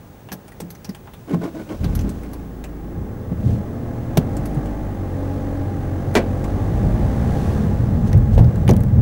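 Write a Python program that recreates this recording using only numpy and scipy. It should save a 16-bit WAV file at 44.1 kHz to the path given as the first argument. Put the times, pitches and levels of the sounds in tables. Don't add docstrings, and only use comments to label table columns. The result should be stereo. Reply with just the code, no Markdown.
import sys
import numpy as np
from scipy import signal
from scipy.fft import rfft, irfft, next_fast_len
from scipy.io import wavfile
from scipy.ndimage import uniform_filter1d

SR = 44100
rng = np.random.default_rng(int(sys.argv[2]) if len(sys.argv) > 2 else 0)


def bounce(signal):
    frames = np.transpose(np.atleast_2d(signal))
    limited = np.clip(frames, -1, 1)
    pcm = np.round(limited * 32767).astype(np.int16)
    wavfile.write(sys.argv[1], SR, pcm)


N = 397341
TIME = np.arange(N) / SR


def from_db(db):
    return 10 ** (np.asarray(db) / 20)


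def rms_one(x):
    return x / np.sqrt(np.mean(x ** 2) + 1e-20)


def in_time(rows):
    s, *columns = np.transpose(rows)
    return [np.interp(TIME, s, column) for column in columns]


def at_hz(points, hz):
    curve = np.array(points)
    return np.interp(np.log(hz), np.log(curve[:, 0]), curve[:, 1])


def coloured(x, db_at):
    size = next_fast_len(N + 4096, True)
    hz = np.maximum(np.arange(size // 2 + 1) * SR / size, 1)
    return irfft(rfft(x, size) * from_db(db_at(hz)), size)[:N]


# (centre [Hz], width [Hz], boost [dB])
CABIN_MODES = [(378, 10.4, 4.5), (817, 46, 5), (1647, 140, 3.5), (3546, 57, 4), (6150, 550, 3.5)]


def noise(spectrum, resonances=CABIN_MODES):
    def db_at(hz):
        db = at_hz(spectrum, hz)
        for centre, width, boost_db in resonances:
            db = db + boost_db / (1 + (2 * (hz - centre) / width) ** 2)
        return db
    return rms_one(coloured(rng.standard_normal(N), db_at))


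def drift(rate_hz):
    step = 40
    pole = np.exp(-2 * np.pi * rate_hz * step / SR)
    chance = rng.standard_normal(N // step + 2002)
    slow = signal.lfilter([1], [1, -2 * pole, pole * pole], chance)[2000:]
    return np.interp(np.arange(N) / step, np.arange(len(slow)), rms_one(slow))


def ramp(start, length):
    return np.clip((TIME - start) / max(length, .01), 0, 1)


def swell(s, length):
    return np.exp(-((TIME - s) / length) ** 2)


def burst(length, t60):
    return from_db(-60 * np.maximum(TIME[:SR // 2] - length, 0) / max(t60, .005))


def add(out, s, sound):
    i = max(round(s * SR), 0)
    out[i:i + len(sound)] += sound[:max(N - i, 0)]


def piece(x):
    i = rng.integers(N - SR)
    return x[i:i + SR // 2]


# (frequency [Hz], relative density [dB per Hz])
STILL_SPECTRUM = [(18, -41), (30, -8), (89, -1), (190, -1.5), (328, -8), (384, -7.5), (837, -16),
                  (4200, -35.5), (13900, -38), (15000, -39)]


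def still_cabin(level_db=-43):
    return from_db(level_db) * noise(STILL_SPECTRUM)


def whine(whine_hz=15625, level_db=-57.5, gaps_hz=50, gap_share=.22):
    on = uniform_filter1d(1. * (TIME * gaps_hz % 1 > gap_share), size=130)
    return from_db(level_db) * np.sqrt(2) * on * np.sin(2 * np.pi * whine_hz * TIME)


# (frequency [Hz], relative density [dB per Hz])
RUMBLE_SPECTRUM = [(32, -42), (55, -13), (90, 1), (106, -3), (162, -6), (232, -10.5), (326, -30),
                   (431, -22), (600, -29.5), (780, -48), (1320, -120)]
SHUDDER_SPECTRUM = [(14, -22), (24, -13), (45, 16), (60, 4), (90, 10.5), (200, -71)]
# (centre [Hz], width [Hz], boost [dB])
AIR_MODES = [(117.3, 13.5, 5.5), (213, 28, 5)]
# (time [s], relative level [dB])
ROAD_DRIVE = [(0, -50), (1.6, -40.5), (2.75, -43), (3.3, -31.5), (5.4, -31.5), (6.4, -24), (7.4, -20.5),
              (7.9, -16), (9.01, -17.5)]
# (time [s], rumble level [dB], shudder level [dB], half-width [s])
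JOLTS = [(1.86, -26, -23.5, 0.065), (2.012, -26.5, -26, 0.113), (3.0, -30, -30, 0.048),
         (3.51, -20.5, -46, 0.12), (4.283, -28.5, -43, 0.11), (6.9, -26.5, -27, 0.16)]
# (time [s], relative level [dB], panel pitch [Hz])
RAIL_BLOWS = [(8.12, -5.5, 97.7), (8.385, -6, 112.2), (8.681, -5.5, 116.8), (8.965, -7.5, 104)]


def body(shudder_db=-13, rumble_db=-.5, rail_shudder_db=-14, rail_rumble_db=-13, rail_lag=0.032, rail_length=0.063):
    road = from_db(in_time(ROAD_DRIVE)[0])
    rails = sum(from_db(db) * swell(s + rail_lag, rail_length) for s, db, hz in RAIL_BLOWS)
    rumble = from_db(rumble_db) * road + from_db(rail_rumble_db) * rails
    shudder = from_db(shudder_db) * road + from_db(rail_shudder_db) * rails
    for s, jolt_rumble_db, jolt_shudder_db, length in JOLTS:
        rumble = rumble + from_db(jolt_rumble_db) * swell(s, length)
        shudder = shudder + from_db(jolt_shudder_db) * swell(s, length)
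    return shudder * noise(SHUDDER_SPECTRUM) + rumble * noise(RUMBLE_SPECTRUM, AIR_MODES)


# (frequency [Hz], relative density [dB per Hz])
HISS_SPECTRUM = [(1500, -27), (2500, 1), (4800, -4), (6400, -5.5), (8400, -7.5), (12000, -11), (14000, -16),
                 (16000, -21)]
# (time [s], level [dB])
SCUFFS = [(8.08, -48), (8.345, -49.5)]


def scuffs(length=0.023):
    return noise(HISS_SPECTRUM) * sum(from_db(db) * swell(s, length) for s, db in SCUFFS)


# (frequency [Hz], relative density [dB per Hz])
TICK_SPECTRUM = [(1500, 5), (3000, -0.5), (4500, 6), (6200, 2), (8000, -1.5), (11000, 2), (15000, 2.5),
                 (17000, -32)]
TAP_SPECTRUM = [(300, -47), (600, 10), (1100, 3.5), (2300, -2.5), (3500, -13.5), (7000, -44)]


def clicks(events, tick_db, tap_db, tick_t60, tap_t60, ring_db=-2, contact=0.00041):
    out, tick, tap = np.zeros(N), noise(TICK_SPECTRUM), noise(TAP_SPECTRUM)
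    for s, treble_db, middle_db in events:
        treble = (tick, treble_db + tick_db, tick_t60, rng.uniform(3600, 12400))
        middle = (tap, middle_db + tap_db, tap_t60, rng.uniform(830, 3740))
        for stuff, db, t60, ring_hz in (treble, middle):
            snap = piece(stuff)
            ring = rms_one(signal.lfilter(*signal.iirpeak(ring_hz, 7, fs=SR), snap))
            add(out, s, from_db(db) * burst(contact, t60) * (snap + from_db(ring_db) * ring))
    return out


# (time [s], relative treble level [dB], relative middle level [dB])
TRIM_TICKS = [(8.13, -26.5, -24.5), (8.176, -37, -34), (8.4445, -36, -37), (8.558, -35.5, -34),
              (8.679, -25, -20.5), (8.6913, -24.5, -26), (8.709, -21.5, -32), (8.735, -33, -38),
              (8.765, -26.5, -39), (8.8055, -34, -36), (8.835, -32, -35)]


def trim_rattle():
    return clicks(TRIM_TICKS, tick_db=-8.0, tap_db=-7.0, tick_t60=0.018, tap_t60=0.047)


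# (time [s], relative treble level [dB], relative middle level [dB])
CONTROL_CLICKS = [(.288, -50, -33), (.318, -29, -29.5), (.326, -25.5, -48), (.48, -41, -43),
                  (.519, -46, -39), (.604, -29, -33.5), (.704, -30.5, -54), (.75, -41.5, -41.5),
                  (.846, -30.5, -36), (.892, -33.5, -41), (.948, -38, -34.5), (1.073, -61, -30.5),
                  (1.136, -41.5, -36), (1.294, -48, -37), (1.692, -53, -37), (1.834, -45, -34),
                  (1.8435, -30, -28), (1.9517, -26, -40), (1.991, -33.5, -35), (2.01, -37, -43),
                  (2.092, -33, -48), (2.233, -44, -36.5), (2.333, -34.5, -34), (2.64, -34.5, -30.5),
                  (4.367, -33, -45), (4.456, -32, -46), (4.546, -42, -44), (4.658, -43.5, -40),
                  (6.141, -36, -34), (6.442, -36.5, -27)]


def control_clicks():
    return clicks(CONTROL_CLICKS, tick_db=-8.0, tap_db=-8.0, tick_t60=0.068, tap_t60=0.089)


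def clack(rattle, length, t60):
    low = signal.lfilter(*signal.butter(1, 1200, fs=SR), rattle)
    return low * burst(length, t60 * 3.25) + (rattle - low) * burst(length, t60 * 1.33)


# (frequency [Hz], relative density [dB per Hz])
CLACK_SPECTRUM = [(150, -35), (250, 4), (480, 3), (850, -6), (1200, -18), (2300, -19), (2900, -16.5),
                  (4000, -19), (8000, -21.5), (15000, -12.5)]
# (time [s], relative level [dB], contact length [s], base decay time [s], low-pass corner [Hz])
STOP_HITS = [(0.318, -32, 0.01, 0.068, 9000), (0.601, -37.5, .006, 0.071, 6000),
             (4.172, -17.5, 0.0087, 0.046, 5700), (8.119, -35, 0.027, 0.093, 1200),
             (8.378, -16, 0.02, 0.05, 750), (8.691, -13, 0.007, 0.074, 1200)]


def knocks(chatter_db=3.5, crack=1.0):
    out, rattle = np.zeros(N), noise(CLACK_SPECTRUM) * from_db(chatter_db * drift(120))
    for s, db, length, t60, corner_hz in STOP_HITS:
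        hit = signal.lfilter(*signal.butter(1, corner_hz, fs=SR), piece(rattle))
        add(out, s, from_db(db) * clack(hit, length, t60) * (1 + crack * burst(0, 0.051)))
    return out


# (frequency [Hz], relative density [dB per Hz])
LOCK_SPECTRUM = [(200, -22), (370, 4), (600, -4.5), (850, -9), (1200, -13.5), (2300, -16), (3000, -19),
                 (6000, -26.5), (9000, -33.5), (15000, -43)]
# (centre [Hz], width [Hz], boost [dB])
LATCH_MODES = [(575, 53, 9.5), (700, 61, 8), (1600, 88, 7), (1970, 87, 5), (2340, 250, 5.5)]


def door_locks(s=6.153, level_db=-14, length=0.023, t60=0.064, chatter_db=0.5, crack=0.86):
    out, rattle = np.zeros(N), noise(LOCK_SPECTRUM, LATCH_MODES) * from_db(chatter_db * drift(170))
    add(out, s, from_db(level_db) * clack(piece(rattle), length, t60) * (1 + crack * burst(0, 0.071)))
    return out


def thump(hz, rise, loose=0.52):
    t = TIME[:SR // 2]
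    age = t / max(rise, .002)
    band = signal.butter(2, [hz / 1.64, hz * 1.51], "band", fs=SR, output="sos")
    shake = rms_one(signal.sosfilt(band, rng.standard_normal(len(t))))
    return age * np.exp(1 - age) * (np.sin(2 * np.pi * hz * t) + loose * shake)


# (time [s], relative level [dB], panel pitch [Hz], rise [s])
BODY_BLOWS = [(.31, -30.5, 185.5, 0.021), (.611, -27, 171.6, 0.029), (0.885, -20.5, 193, 0.0085),
              (1.322, -11.5, 170.4, 0.021), (1.845, -13.5, 172, 0.0079), (2.039, -17, 197, 0.016),
              (3.315, -13, 178, 0.0064), (3.455, -14, 124, 0.025), (4.175, -5, 156, 0.0081),
              (4.359, -18.5, 128, 0.017), (4.564, -13, 141, .01), (6.16, -10.5, 230, 0.0095)]


def thumps(level_db=-2, rail_rise=0.021, rebound_s=0.081, rebound_db=-10.5):
    out = np.zeros(N)
    for s, db, hz, rise in BODY_BLOWS:
        add(out, s, from_db(db + level_db) * thump(hz, rise))
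    for s, db, hz in RAIL_BLOWS:
        add(out, s, from_db(db + level_db) * thump(hz, rail_rise))
        add(out, s + rebound_s, from_db(db + level_db + rebound_db) * thump(0.76 * hz, rail_rise))
    return out


CATCH_S, RUN_UP_S = 1.72, .2
CRANK_S, STROKE_S = 1.32, 0.1336
WHIRR_HZ, SAG_HZ_PER_S, COAST_HZ_PER_S = 348, 100, 90
SPIN_UP_S, SPIN_UP_SHARE = .16, .25
# (frequency [Hz], relative density [dB per Hz])
GRIND_SPECTRUM = [(50, -11), (150, 10), (300, 13), (650, -2.5), (1500, -12.5), (3000, -22.5), (6500, -27.5),
                  (12000, -36)]
# (centre [Hz], width [Hz], boost [dB])
HOUSING_MODES = [(630, 200, 6), (1075, 47, 10), (1476, 91, 9), (2190, 160, 6)]


def starter(level_db=-23, fade_db_per_s=-13, dip_db=-17, lead=.05, attack=0.053, whirr=0.77,
            grind_db=-3, teeth_db=3):
    age, coasting = np.maximum(TIME - CRANK_S, 0), np.maximum(TIME - CATCH_S, 0)
    slack = np.sin(np.pi * age / STROKE_S) ** 4 * (1 - ramp(CATCH_S, RUN_UP_S))
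    hz = np.maximum(WHIRR_HZ - SAG_HZ_PER_S * age - COAST_HZ_PER_S * coasting, 0)
    spun_up = 1 - SPIN_UP_SHARE * (1 - ramp(CRANK_S - lead, SPIN_UP_S))
    phase = 2 * np.pi * np.cumsum(hz * spun_up * (1 + 0.0205 * drift(42))) / SR
    motor = np.sin(phase) + 0.23 * np.sin(2 * phase) + 0.082 * np.sin(3 * phase)
    grind = from_db(grind_db + teeth_db * drift(36)) * noise(GRIND_SPECTRUM, HOUSING_MODES)
    fade = from_db(level_db + fade_db_per_s * age + dip_db * slack)
    level = ramp(CRANK_S - lead, attack) * fade * hz / WHIRR_HZ
    return level * (whirr * motor + grind)


# (time [s], firing rate [Hz])
FIRING_RATE = [(2.3, 28.2), (2.92, 25.8), (3.14, 37.0), (3.2, 38.9), (3.41, 37.4), (3.52, 39.6),
               (4.06, 40.1), (4.44, 50.6), (4.86, 50.7), (5.01, 46.4), (5.17, 45.9), (5.57, 47.3),
               (5.92, 45.8), (6.33, 45.8), (6.95, 56.0), (7.14, 60.8), (7.6, 69.1), (8.0, 56.1)]
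# (time [s], relative level [dB])
ENGINE_EFFORT = [(2.1, -41), (2.44, -44), (3.21, -40), (3.35, -39.5), (4.44, -33.5), (5.02, -35.5),
                 (5.27, -33.5), (5.71, -34.5), (7.31, -30), (8.25, -34.5), (8.61, -34), (9.0, -37.5)]
LIFT_S, LIFT_TAKES_S, LIFT_DB = 7.63, .25, -7.5
# (frequency [Hz], level relative to effort [dB])
BOOM_RESPONSE = [(27, -13), (40, -20), (47, -3), (55, 3), (68, 0.5), (79, -8), (93, 3.5), (102, -5.5),
                 (122, -0.5), (148, -11), (210, -3)]
# (multiple of the firing rate, relative level [dB])
DRONE_ORDERS = [(4, -9.5), (4.5, -8.5), (5, -10.5), (6, -0.5), (7, -3), (8, -5), (9, -3), (10, -6.5),
                (11, 0.5), (12, -5.5), (13, -1), (15, -1), (17, -1)]
# (frequency [Hz], relative density [dB per Hz])
COMBUSTION_SPECTRUM = [(140, -5), (240, -3), (290, -3.5), (390, -11.5), (520, -11), (700, -15.5),
                       (830, -15), (960, -23), (1100, -19.5), (1350, -26), (2050, -30), (2600, -43),
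                       (4000, -54), (6000, -85)]
RASP_SPECTRUM = [(800, -22), (1300, -1), (1950, 0), (2600, -15), (5000, -30)]
# (time [s], level [dB], half-width [s])
INTAKE_GULPS = [(1.892, -58, 0.49), (3.5, -55.5, 0.082), (7.478, -55.5, 0.15)]


def engine_boom(phase, rate):
    boom = 0
    for k in range(1, 4):
        tone = np.sqrt(2) * np.sin(k * phase + rng.uniform(0, 2 * np.pi))
        boom = boom + from_db(at_hz(BOOM_RESPONSE, k * rate)) * tone
    return boom


def engine_drone(phase, rate, labour_hz, level_db=1.5, db_per_hz=-0.15, rough=0.26, wobble=0.045):
    drone = 0
    for k, db in DRONE_ORDERS:
        strength = from_db(db + at_hz(COMBUSTION_SPECTRUM, k * rate)) * (1 + rough * drift(2.65))
        drone = drone + strength * np.sin(k * phase + wobble * k * drift(9.8) + rng.uniform(0, 2 * np.pi))
    return drone * from_db(level_db + db_per_hz * np.maximum(rate - labour_hz, 0))


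def engine(effort_db=5, labour_hz=47, combustion_db=-1, hiss_db=-58, hiss_follows=1.6, cruise_db=-30,
           rasp_db=-29, rasp_db_per_hz=0.32, throb=0.16):
    caught = ramp(CATCH_S, RUN_UP_S)
    rate = in_time(FIRING_RATE)[0] * (1 + caught) / 2
    burn_db = in_time(ENGINE_EFFORT)[0] + effort_db
    tone_db = burn_db + LIFT_DB * ramp(LIFT_S, LIFT_TAKES_S)
    phase = 2 * np.pi * np.cumsum(rate * (1 + 0.0019 * drift(12.7))) / SR
    tones = caught * from_db(tone_db) * (engine_boom(phase, rate) + engine_drone(phase, rate, labour_hz))
    combustion = caught * from_db(burn_db + combustion_db) * noise(COMBUSTION_SPECTRUM)
    intake = from_db(hiss_db + hiss_follows * (burn_db - cruise_db))
    intake = intake + sum(from_db(db) * swell(s, length) for s, db, length in INTAKE_GULPS)
    rasp_level_db = tone_db + rasp_db + rasp_db_per_hz * (rate - labour_hz)
    rasp = from_db(rasp_level_db) * caught * noise(RASP_SPECTRUM)
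    pulse = rms_one(1 + throb * np.cos(phase))
    return tones + pulse * (combustion + intake * noise(HISS_SPECTRUM) + rasp)


# (frequency [Hz], left minus right [dB])
STEREO_LEAN = [(40, 13.5), (110, 1), (200, -2), (380, 1), (700, .5), (1290, 3), (2400, 1), (4400, 1.5),
               (8000, 4), (13000, -2)]


def scene(spread_db=-22, near_db=-17):
    controls = control_clicks() + knocks() + door_locks()
    trim = trim_rattle()
    cabin = still_cabin() + body() + scuffs() + trim + controls + thumps() + starter() + engine()
    side = from_db(spread_db) * np.interp(TIME - .006, TIME, cabin)
    near = np.interp(TIME - .0007, TIME, controls + trim)
    side = side + from_db(near_db) * signal.lfilter(*signal.butter(2, 3000, "high", fs=SR), near)
    left = coloured(cabin + side, lambda hz: at_hz(STEREO_LEAN, hz) / 2)
    right = coloured(cabin - side, lambda hz: -at_hz(STEREO_LEAN, hz) / 2)
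    return np.array([left, right]) + whine()


def record(dry, cutoff_hz=16000):
    held = dry / (1 + dry ** 6) ** (1 / 6)
    return signal.sosfilt(signal.ellip(10, .1, 80, cutoff_hz, fs=SR, output="sos"), held)


dry = scene()
out = record(dry)
bounce(out)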